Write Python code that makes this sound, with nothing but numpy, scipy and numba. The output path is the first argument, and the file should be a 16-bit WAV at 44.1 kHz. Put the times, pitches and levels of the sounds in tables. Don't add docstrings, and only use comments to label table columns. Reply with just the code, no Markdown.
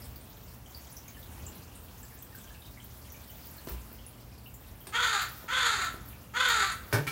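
import sys
import numpy as np
from scipy import signal
from scipy.fft import rfft, irfft
from scipy.io import wavfile
from scipy.ndimage import uniform_filter1d
from numba import njit

SR = 44100
rng = np.random.default_rng(int(sys.argv[2]) if len(sys.argv) > 2 else 0)


def waveform_to_disk(signal):
    frames = np.transpose(np.atleast_2d(signal))
    scaled = np.clip(frames, -1, 1) * 32767
    samples = np.round(scaled).astype(np.int16)
    wavfile.write(sys.argv[1], SR, samples)


def ratio_of_db(decibels):
    return 10 ** (np.asarray(decibels, float) / 20)


N = 313551


def level(x, db):
    return x * ratio_of_db(db) / np.sqrt(np.mean(x ** 2))


@njit
def moving_resonance(x, hz, width_hz):
    out, band_state, low_state = np.empty(len(x)), 0., 0.
    for i in range(len(x)):
        g = np.tan(np.pi * hz[i] / SR)
        k = width_hz / hz[i]
        v = (band_state + g * (x[i] - low_state)) / (1 + g * (g + k))
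        band_state = 2 * v - band_state
        low_state += 2 * g * v
        out[i] = k * v
    return out


def band(x, hz, width_hz):
    centre = np.clip(hz, 20, .45 * SR) + np.zeros(len(x))
    once = moving_resonance(x, centre, 1. * width_hz)
    return moving_resonance(once, centre, 1. * width_hz)


def ring(x, modes):
    out = np.zeros(len(x))
    for k, (hz, db, t60) in enumerate(modes):
        pole = np.exp(2j * np.pi * hz / SR - np.log(1000) / (t60 * SR))
        out += (-1) ** k * ratio_of_db(db) * signal.lfilter([1], [1, -pole], x).imag
    return out


def colour(x, points):
    hz, db = np.transpose(points)
    f = np.arange(len(x) // 2 + 1) * SR / len(x) + 1
    return irfft(rfft(x) * ratio_of_db(np.interp(np.log(f), np.log(hz), db)), len(x))


def walk(rate):
    k = int(SR / rate)
    held = np.repeat(rng.standard_normal(N // k + 1), k)
    return 1.56 * uniform_filter1d(uniform_filter1d(held, k), k)[:N]


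def add(out, s, sound):
    i = int(s * SR)
    out[i:i + len(sound)] += sound[:len(out) - i]


# hz, level_db (per Hz)
TOWN_SPECTRUM = [(15, -38), (25, -44), (49, 4), (71, 4), (132, -7.5), (187, -8), (244, -8.5), (356, -15.5),
                 (960, -19), (1880, -26), (3040, -27.5), (3870, -30), (9380, -32), (15200, -24.5)]
# nearest_s, level_db (above the hum), fade_s
VEHICLES = [
    (0.1, 2, 0.44),
    (1.48, 5.5, 0.21),
    (4.3, 0.5, 0.16),
    (5.95, 3.5, 0.19),
    (6.8, 2.5, 0.27),
]
# time_s, level_db (against its mean)
DRIZZLE = [(0.0, 4.5), (0.2, -.5), (1.3, 2.5), (1.58, 2), (1.82, 0), (2.4, 0.5), (2.8, -1), (3.2, 2),
           (3.54, 4.5), (3.8, 0), (4.34, -2), (4.85, 0), (5.33, 6.5), (5.56, -3.5), (5.9, 2), (6.4, -2),
           (6.73, 1.5), (7.0, 4)]


def town():
    t = np.arange(N) / SR
    traffic_db = sum(db * np.exp(-((t - s) / fade_s) ** 2) for s, db, fade_s in VEHICLES)
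    drizzle_db = np.interp(t, *np.transpose(DRIZZLE))
    f = np.arange(N // 2 + 1) * SR / N + 1
    out, shared = 0, walk(14)
    for hz in 25 * 2 ** np.arange(0, 9.7, .4):
        wet = np.clip(np.log2(hz / 300) / 4, 0, 1)
        swell_db = (1 - wet) * traffic_db + wet * drizzle_db
        hits = (rng.random(N) < 25 / SR) * np.minimum(rng.exponential(size=N), 2.5)
        soft_hits = uniform_filter1d(hits, size=300) * 1.8
        specks = signal.lfilter([1], [1, -np.exp(-1 / (0.013 * SR))], soft_hits)
        flicker_db = wet * (.9 * shared + walk(14))
        gain = ratio_of_db(swell_db + flicker_db) * (1 + .5 * wet ** 2 * specks)
        shape = np.cos(np.pi / 2 * np.clip(np.log2(f / hz) / .4, -1, 1))
        out = out + gain * irfft(rfft(rng.standard_normal(N)) * shape, N)
    fan_hz, fan_db = 119.4, -56
    fan = ratio_of_db(fan_db + 2 * walk(7.3)) * np.sin(2 * np.pi * fan_hz * t + 0.16 * walk(22))
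    return level(colour(out, TOWN_SPECTRUM), -47) + fan


def burst(db, t60, rise_s=0.00093):
    t = np.arange(int(.35 * SR)) / SR
    rise = 1 - np.exp(-t / rise_s)
    fade = ratio_of_db(-60 * t / t60) + 2.14 * ratio_of_db(-60 * t / 0.031)
    return ratio_of_db(db) * rng.standard_normal(len(t)) * rise * fade


def splashes(table, t60, share):
    out = np.zeros(N)
    for s, db, hz in table:
        width_hz = share * hz
        add(out, s, band(burst(db, t60, rise_s=0.0012), hz, width_hz) / np.sqrt(width_hz / SR))
    return ratio_of_db(-12.0) * out


# start_s, peak_db, pitch_hz
LEAF_DROPS = [(0.018, -48, 5000), (0.157, -47.5, 4420), (0.21, -46.5, 9030), (0.745, -41.5, 4600),
              (0.924, -42.5, 10300), (0.9666, -40.5, 5780), (1.0794, -43, 6600), (1.2266, -48.5, 3620),
              (1.4643, -37, 7300), (1.7544, -43.5, 8700), (2.029, -44.5, 7400), (2.1879, -48, 7900),
              (2.3441, -49.5, 1570), (2.382, -47, 8000), (2.5451, -46.5, 2600), (2.6183, -51, 3750),
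              (2.6594, -51, 3840), (2.7697, -47, 2100), (3.0989, -46.5, 6030), (3.579, -46.5, 4380),
              (3.76, -54, 2300), (3.985, -51, 3080), (4.0427, -52, 2900), (4.0632, -38.5, 10000),
              (4.13, -54, 2970), (4.3794, -54, 4670), (4.4577, -46.5, 2840), (4.5393, -45, 7350),
              (4.8696, -38.5, 9000), (6.129, -46.5, 2520)]
# start_s,
# peak_db, pitch_hz
PLASTIC_DROPS = [(0.158, -36, 15200), (0.9664, -40, 13600), (1.0794, -40, 14600), (2.2214, -36, 13800),
                 (2.3501, -37, 14800), (2.8409, -38, 14300), (3.1194, -37, 14500), (3.2994, -37, 14800),
                 (3.4694, -36, 15400), (3.5094, -41, 12800), (3.691, -30, 15100), (3.7194, -35, 15300),
                 (3.927, -37, 15100), (4.5386, -39, 14100), (4.803, -42, 13400), (5.2165, -30, 14100),
                 (5.3154, -35, 15100), (5.9414, -45, 10800), (5.9594, -43, 15100), (6.0581, -43, 14000),
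                 (6.0851, -40.5, 12200), (6.4847, -27.5, 14500), (6.7186, -35.5, 9200)]
# start_s, peak_db, pitch_hz
DRIPS = [(0.5994, -68, 2840), (0.659, -50.5, 3060), (0.9368, -46.5, 1685), (1.0331, -51, 2780),
         (1.0799, -44.5, 2300), (1.1444, -51, 2970), (1.1653, -49, 1760), (1.2271, -55, 3820),
         (1.4785, -51, 2830), (1.5604, -54, 4000), (1.7579, -53, 2740), (2.0303, -54, 1700),
         (2.1216, -45.5, 1690), (2.1683, -52, 1670), (2.2223, -49.5, 3370), (2.3231, -54, 1810),
         (2.4094, -49.5, 3420), (2.4414, -48, 1590), (2.4733, -52, 3120), (2.5007, -51.5, 1700),
         (2.645, -53, 3050), (2.7994, -46, 3130), (3.046, -50, 3050), (3.1408, -48, 2390),
         (3.2929, -48, 3020), (3.5763, -50, 1700), (4.1794, -58, 3000), (4.3246, -56, 2460),
         (4.811, -47, 3100), (6.1694, -63, 1450)]


def raindrops():
    leaves = splashes(LEAF_DROPS, t60=.1, share=.15)
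    plastic = splashes(PLASTIC_DROPS, t60=.14, share=.6)
    return leaves + plastic + splashes(DRIPS, t60=.06, share=.09)


@njit
def walls(x, lags, gain, damp):
    line, soft, out = np.zeros((8, 4096)), np.zeros(8), np.zeros(len(x))
    for i in range(len(x)):
        total = 0.
        for k in range(8):
            soft[k] += (1 - damp) * (gain[k] * line[k, (i - lags[k]) & 4095] - soft[k])
            total += soft[k]
            out[i] += soft[k] * (1 - 2 * (k % 2))
        for k in range(8):
            line[k, i & 4095] = x[i] + soft[k] - total / 4
    return out


# pitch_hz, level_db, t60_s
WALL_MODES = [(1333, 7.5, 0.29), (1455, 3, 0.23), (1593, -4, 0.39), (1736, 0, 0.17), (1920, -4, 0.32),
              (2100, 8.5, 0.15), (1051, 12.5, 0.05), (3094, 8.5, 0.3)]


def echoes(near, bird):
    lags = np.array([331, 419, 557, 683, 809, 947, 1153, 1361])
    walls_t60_s, yard_t60_s = 0.28, 1.26
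    echo = walls(near, lags, ratio_of_db(-60 * lags / SR / walls_t60_s), 0.19)
    echo += ratio_of_db(-15.5) * walls(bird, 3 * lags, ratio_of_db(-180 * lags / SR / yard_t60_s), 0.28)
    return ratio_of_db(-9.5) * echo + ratio_of_db(-57.0) * ring(bird, WALL_MODES)


# start_s, length_s, level_db, start_hz, end_hz
FAR_BIRD = [
    (2.075, .03, -68, 5000, 4750),
    (2.445, .06, -69, 4850, 5000),
    (2.605, .03, -67, 3350, 3750),
    (2.625, .11, -64, 3760, 3780),
    (2.61, .03, -68, 5050, 4900),
    (2.315, .05, -65, 1850, 1550),
    (3.14, .11, -65, 2350, 2280),
    (2.5, .08, -66, 1700, 1680),
]


def far_bird():
    out = np.zeros(N)
    for s, length_s, db, start_hz, end_hz in FAR_BIRD:
        n = int(length_s * SR)
        hz = np.linspace(start_hz, end_hz, n) * (1 + .006 * walk(120)[:n])
        loudness = ratio_of_db(db + 2 * walk(80)[:n]) * np.hanning(n) ** .5
        add(out, s, loudness * np.sin(2 * np.pi * np.cumsum(hz) / SR))
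    return out


# start_s, blow_db, scrape_db, scrape_t60_s
ON_PLANTER = [
    (3.671, -33.5, -47, 0.11),
    (3.685, -50, -44.5, 0.42),
    (3.715, -48, -65, 0.25),
    (3.915, -46, -59, .1),
    (4.869, -67, -44, 0.082),
    (4.89, -57, -49, 0.057),
    (5.44, -41.5, -61, 0.091),
    (5.94, -38.5, -64, 0.12),
]
ON_TABLE = [
    (6.91, -58, -69, .3),
    (6.926, -23, -34, 0.098),
    (6.931, -30, -31, 0.16),
    (6.938, -23.5, -34, 0.26),
    (6.943, -25, -37, 0.094),
    (6.948, -24.5, -41, 0.094),
    (6.957, -21, -45, 0.1),
    (6.985, -30.5, -46, 0.11),
]
ON_DISH = [
    (7.068, -34.5, -38, 0.32),
    (7.0755, -31, -37.5, 0.48),
]
# pitch_hz, level_db, t60_s
PLANTER = [(194, -2.5, 0.055), (335, -3, 0.072), (430, 4, 0.011), (644, -3.5, 0.038), (1003, -10.5, 0.082)]
TABLE = [(161, -16, 0.064), (275.7, -11, 0.093), (317, -11, 0.17), (436, -6.5, 0.074), (622, -7, 0.042),
         (904, -8, 0.046), (1253, -9, 0.055), (1506, -4, 0.058), (1815, -2, 0.021), (2260, -7.5, 0.04)]
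DISH = [(314, -7.5, 0.04), (1350, -6, 0.05), (1830, -3.5, 0.041), (2282, 3, 0.024), (3500, -17, .03)]
# hz, level_db (per Hz)
SCRAPE = [(350, -28), (600, -13), (1110, -3.5), (1490, -6), (3990, -10.5), (5050, -10), (6730, -15.5),
          (14500, -13.5), (16000, -22)]


def feet(table, body, push_s):
    blows, claws = np.zeros(N), np.zeros(N)
    for s, blow_db, claw_db, t60 in table:
        add(blows, s, ratio_of_db(blow_db) * np.array([1.]))
        add(claws, s, burst(claw_db, t60))
    k = push_s * SR
    pushed = signal.lfilter([1 / k], [1, 1 / k - 1], blows)
    scraped = colour(claws, SCRAPE) * ratio_of_db(8.0)
    return ring(pushed + ratio_of_db(-29.5) * claws, body) + scraped


# start_s, level_db, pitch_hz, t60_s
SWAYS = [
    (3.705, -27, 59.4, 0.37),
    (6.932, -11, 113, 0.15),
    (6.98, -20.5, 143.7, 0.21),
    (7.067, -20, 139, 0.087),
]


def sway(s, db, hz, t60):
    t = np.maximum(np.arange(N) / SR - s, 0)
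    return ratio_of_db(db - 60 * t / t60) * (1 - np.exp(-t / 0.016)) * np.sin(2 * np.pi * hz * t)


@njit
def pulses(hz, rough, jitter, shimmer):
    out, p, k = np.zeros(len(hz) + 1), 0., 0
    for i in range(len(hz)):
        step = hz[i] * np.exp(rough[i] * jitter[k]) / SR
        p += step
        if p >= 1:
            p, k = p - 1, k + 1
            size = np.exp(rough[i] * shimmer[k])
            out[i] += size * p / step
            out[i + 1] += size * (1 - p / step)
    return out[:-1]


def resonances(source, table, scale):
    return sum((-1) ** k * ratio_of_db(db) * band(source, f * scale, w) for k, (f, w, db) in enumerate(table))


# pitch_hz, width_hz, level_db
THROAT = [(910, 1600, -13.5), (1374, 375, 6.5), (1840, 760, -2), (2640, 2100, -14.5)]
# ratio (multiple of the first), width_hz, level_db
UPPER_BEAK = [(1.271, 820, 1.5), (1.95, 1360, 3), (2.5, 2000, -12.5), (2.95, 2400, -11), (3.6, 3000, -13)]


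def caw(top_hz, length_s, effort_db, sag_db_per_s, open_s):
    t = np.arange(int(.55 * SR)) / SR
    past_release = np.maximum(t - length_s, 0)
    effort = effort_db - sag_db_per_s * t - 380 * past_release
    effort += 9 * np.exp(-t / .004)
    effort -= 19 * np.exp(-t / .0125)

    hold_s, sag_hz_per_s = .115, 650
    hz = top_hz * (1 - .2 * np.exp(-t / .022)) - sag_hz_per_s * np.clip(t - hold_s, 0, length_s - hold_s)

    opened = np.clip(t / open_s, 0, 1)
    beak_hz = 3280 + (3800 - 3280) * opened
    beak_db = -0.5 + (-8 + 0.5) * opened - 18 * np.exp(-t / 0.029)
    upper_db = -15.5 + (-7 + 15.5) * np.minimum(1.68 * opened, 1)

    rough = .5 + (.3 - .5) * np.exp(-(t / .08) ** 2)
    chance = rng.standard_normal((len(t) // 30, 2)).T
    folds = pulses(hz, rough, .11 * chance[0], .25 * chance[1])
    air = uniform_filter1d(folds, size=80) * rng.standard_normal(len(t))
    source = level(folds, 0) + rough * level(air, 3.0)

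    pipe = resonances(source, THROAT, 1)
    gape_hz = 3500 * (beak_hz / 3500) ** 0.24
    upper = resonances(source, UPPER_BEAK, gape_hz)
    shut = level(band(source, beak_hz, 520), -1.5)
    wide = level(band(source, beak_hz, 850), -1.5)
    beak = ratio_of_db(beak_db) * (wide + (shut - wide) * np.clip(1.3 - 2 * opened, 0, 1))
    beak -= ratio_of_db(upper_db) * level(upper, -1.74)

    clear_db = effort - 21.5 + 5 * t - 200 * np.maximum(t - length_s + .06, 0)
    phase = 2 * np.pi * np.cumsum(hz * (1 + 0.012 * walk(118.6)[:len(t)])) / SR
    partials = np.sin(phase) + ratio_of_db(1.5) * np.sin(2 * phase)
    clear = ratio_of_db(clear_db + 3.5 + 2.0 * walk(64)[:len(t)]) * partials

    fade = np.minimum(t / .001, 1)
    rattle_db = 2.0 * walk(140)[:len(t)]
    return (level(pipe, -0.89) + beak) * ratio_of_db(effort + rattle_db) * fade, clear * fade


# start_s, length_s (to the release), effort_db, sag_db_per_s, open_s (for the beak)
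CAWS = [
    (4.922, .31, -28.5, 22.5, 0.29),
    (5.479, 0.38, -29, 14, 0.3),
    (6.335, .37, -28.5, 13, .26),
]
CAW_TOP_HZ = [
    490,
    517,
    512,
]


def crow():
    bird, low = np.full((2, N), 1e-18)
    for top_hz, (s, *shape) in zip(CAW_TOP_HZ, CAWS):
        rasp, clear = caw(top_hz, *shape)
        add(bird, s, rasp)
        add(low, s, clear)
    return bird, low


def scene():
    bird, low = crow()
    near = bird + far_bird() + raindrops()
    near += feet(ON_PLANTER, PLANTER, push_s=0.00015)
    near += feet(ON_TABLE, TABLE, push_s=0.000099)
    near += feet(ON_DISH, DISH, push_s=.00005)
    low += sum(sway(*row) for row in SWAYS)
    return (near + low + echoes(near, bird) + town())[None]


def band_limit(x):
    return signal.sosfilt(signal.butter(12, 17070, fs=SR, output="sos"), x)


def record(dry):
    x = signal.sosfilt(signal.butter(2, 45, "high", fs=SR, output="sos"), dry)
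    x = signal.sosfilt(signal.ellip(10, .2, 80, 15760, fs=SR, output="sos"), x)
    return band_limit(x)


dry = scene()
out = record(dry)
waveform_to_disk(out)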